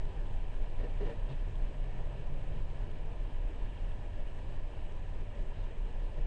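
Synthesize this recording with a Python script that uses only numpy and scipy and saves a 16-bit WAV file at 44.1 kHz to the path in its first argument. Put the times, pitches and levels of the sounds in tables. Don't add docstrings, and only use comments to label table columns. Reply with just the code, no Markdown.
import sys
import numpy as np
from scipy import signal
from scipy.io import wavfile

SR = 44100
rng = np.random.default_rng(int(sys.argv[2]) if len(sys.argv) > 2 else 0)


def file_out(sig):
    cols = np.atleast_2d(sig).T
    lim = np.clip(cols, -1, 1)
    pcm = np.round(lim * 32767).astype(np.int16)
    wavfile.write(sys.argv[1], SR, pcm)


N = 276434
TIME = np.arange(N) / SR


def amp(db):
    return 10 ** (np.asarray(db) / 20)


def unit_rms(x):
    return x / np.sqrt(np.mean(x ** 2) + 1e-20)


def drift(rate_hz):
    hop, settle = 40, 2000
    pole = np.exp(-2 * np.pi * rate_hz * hop / SR)
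    noise = rng.standard_normal(N // hop + settle + 2)
    slow = signal.lfilter([1], [1, -2 * pole, pole * pole], noise)[settle:]
    return np.interp(np.arange(N) / hop, np.arange(len(slow)), unit_rms(slow - slow.mean()))


def tone(cycles, rms_db):
    return np.sqrt(2) * amp(rms_db) * np.sin(2 * np.pi * (cycles + rng.random()))


def band(x, low_hz, high_hz):
    return signal.sosfilt(signal.butter(2, [low_hz, high_hz], "band", fs=SR, output="sos"), x)


def cabin(x):
    # centre_hz, width_hz, gain_db
    resonances = [(65, 10, -3.5), (112.4, 15, -5.5), (89, 69, 7), (140, 18, 5), (471, 344, 4),
                  (516, 8.5, -9.5), (591, 70, 4.5), (958, 250, 7), (1728, 303, 6.5), (2090, 150, -6),
                  (2180, 440, 2.5), (2876, 660, 5.5)]
    for centre_hz, width_hz, gain_db in resonances:
        w, a = 2 * np.pi * centre_hz / SR, np.sqrt(amp(gain_db))
        damping = np.sin(w) * width_hz / centre_hz / 2
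        numerator = [1 + damping * a, -2 * np.cos(w), 1 - damping * a]
        denominator = [1 + damping / a, -2 * np.cos(w), 1 - damping / a]
        x = signal.lfilter(numerator, denominator, x)
    return x


def tyre_roar(start_db=-41.1, fall_db_per_s=0.2, flicker_db=0.99):
    # frequency_hz, relative_density_db
    spectrum = [(8, -5), (35, -7), (60, -16), (110, -19.5), (180, -27), (350, -30), (700, -34.5),
                (1050, -42.5), (1350, -47), (2100, -44), (3000, -49), (4000, -54), (5200, -61), (9400, -63)]
    frequency_hz, density_db = np.transpose(spectrum)
    edges_hz = 8 * 2 ** np.arange(0, 10.4, 1 / 3)
    together = drift(8)
    white = rng.standard_normal((2, N + SR))
    roar = np.zeros(N)
    for k, (low, high) in enumerate(zip(edges_hz, edges_hz[1:])):
        band_db = np.interp(np.log(low * high) / 2, np.log(frequency_hz), density_db)
        flicker = 0.5 * together + drift(7.8)
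        roar += amp(band_db + flicker_db * flicker) * band(white[k % 2], low, high)[SR:]
    return amp(start_db - fall_db_per_s * TIME) * unit_rms(cabin(roar))


def engine_hum(cycles, body_hz=32.9, waver_db=1.5):
    # time_s, first_order_db, second_order_db
    contour = [(0, -38, -39), (0.8, -35, -36), (1.2, -49, -36), (1.7, -45, -35), (2.2, -35, -42),
               (2.9, -35, -41), (3.4, -48, -37), (4.0, -42, -40), (4.4, -35, -43), (5.2, -46, -41),
               (5.8, -45, -37), (6.27, -45, -36)]
    # cycle_multiple, rms_db
    orders = [(1.5, -46), (3, -54), (4, -55), (5, -65), (6, -55), (7, -57)]
    time_s, *levels = np.transpose(contour)
    first_db, second_db = (np.interp(TIME, time_s, db) for db in levels)
    hum = tone(cycles, first_db) + tone(2 * cycles, second_db)
    hum += tone(body_hz * TIME, second_db - 3 + waver_db * drift(1.5))
    return hum + sum(tone(k * cycles, db + waver_db * drift(0.76)) for k, db in orders)


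def steady_tones(waver_db=1.5):
    # pitch_hz, rms_db
    body_tones = [(10.47, -48), (12.05, -52), (17.05, -42), (37.5, -52)]
    # pitch_hz, rms_db
    whistle = [(7920, -93)]
    return sum(tone(hz * TIME, db + waver_db * drift(0.95)) for hz, db in body_tones + whistle)


def drivetrain_whine(start_s=1, start_hz=130.6, rise_hz_per_s=8.2, level_db=-54.5):
    attack_s, hold_s, release_s = 0.27, 1.53, 1.15
    envelope = np.interp(TIME, np.cumsum([start_s, attack_s, hold_s, release_s]), [0, 1, 1, 0])
    pitch_hz = start_hz + rise_hz_per_s * (TIME - start_s)
    return envelope * tone(np.cumsum(pitch_hz) / SR, level_db + 3.3 * drift(7.3))


def engine_ticks(cycles, gain_db=-51.5, scatter_db=1.5, decay_s=0.0011):
    cylinders = [0, -14, -18, -11, -16]
    firing = np.floor(cycles * len(cylinders)).astype(int)
    onsets = np.flatnonzero(np.diff(firing))
    strength_db = np.array(cylinders)[firing[onsets + 1] % len(cylinders)]
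    impulses = np.zeros(N)
    impulses[onsets] = amp(strength_db + scatter_db * rng.standard_normal(len(onsets)))
    envelope = signal.lfilter([1], [1, -np.exp(-1 / (decay_s * SR))], impulses)
    bursts = envelope * rng.standard_normal(N)
    return amp(gain_db) * (1.8 * band(bursts, 2300, 3700) + 0.35 * band(bursts, 3700, 7000))


def cushioned_blow(t, rise_s):
    return t / rise_s * np.exp(1 - t / rise_s)


def road_joint(ring_s=0.06, rise_s=0.017, thud_hz=133.6, buzz_db=-66):
    # start_s, ring_hz, ring_db, thud_db, rattle_gain_db, jingle_db
    impacts = [(0.785, 290, -52, -45, -49, -80), (0.83, 440, -56, -56, -51, -80),
               (1.0, 406.5, -37, -50, -48, -80), (1.05, 331, -50, -52, -48, -76),
               (1.088, 465, -46, -59, -52, -80), (1.285, 580, -62, -39.5, -54, -60),
               (6.17, 200, -52, -44, -58, -76)]
    knocks, noise = np.zeros(N), rng.standard_normal(N)
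    rattle = cabin(unit_rms(band(noise, 164, 580)) + 0.25 * unit_rms(band(noise, 590, 2000)))
    buzz = unit_rms(cabin(band(noise, 1660, 1890)))
    jingle = unit_rms(band(band(noise, 1400, 4000), 1400, 4000))
    for start_s, ring_hz, ring_db, thud_db, rattle_db, jingle_db in impacts:
        t = np.maximum(TIME - start_s, 0)
        rollover = np.sin(np.pi * np.minimum(t / ring_s, 1))
        panel = amp(ring_db) * np.sin(2 * np.pi * ring_hz * t)
        thud = amp(thud_db) * np.sin(2 * np.pi * thud_hz * t)
        trim = amp(rattle_db) * rattle + amp(buzz_db) * buzz + amp(jingle_db) * jingle
        knocks += rollover * panel + cushioned_blow(t, rise_s) * trim
        knocks += cushioned_blow(t, 1.4 * rise_s) * thud
    return knocks


def scene():
    cycle_hz, sag_hz_per_s, loud_tick_s = 14.0, 0.013, 2.987
    cycles = np.cumsum(cycle_hz - sag_hz_per_s * TIME) / SR
    cycles -= cycles[int(loud_tick_s * SR)]
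    driving = tyre_roar() + engine_hum(cycles) + steady_tones() + drivetrain_whine()
    return (driving + engine_ticks(cycles) + road_joint())[None]


def record(dry):
    cutoff_hz = 9400
    return signal.sosfilt(signal.ellip(12, 0.5, 60, cutoff_hz, fs=SR, output="sos"), dry)


dry = scene()
out = record(dry)
file_out(out)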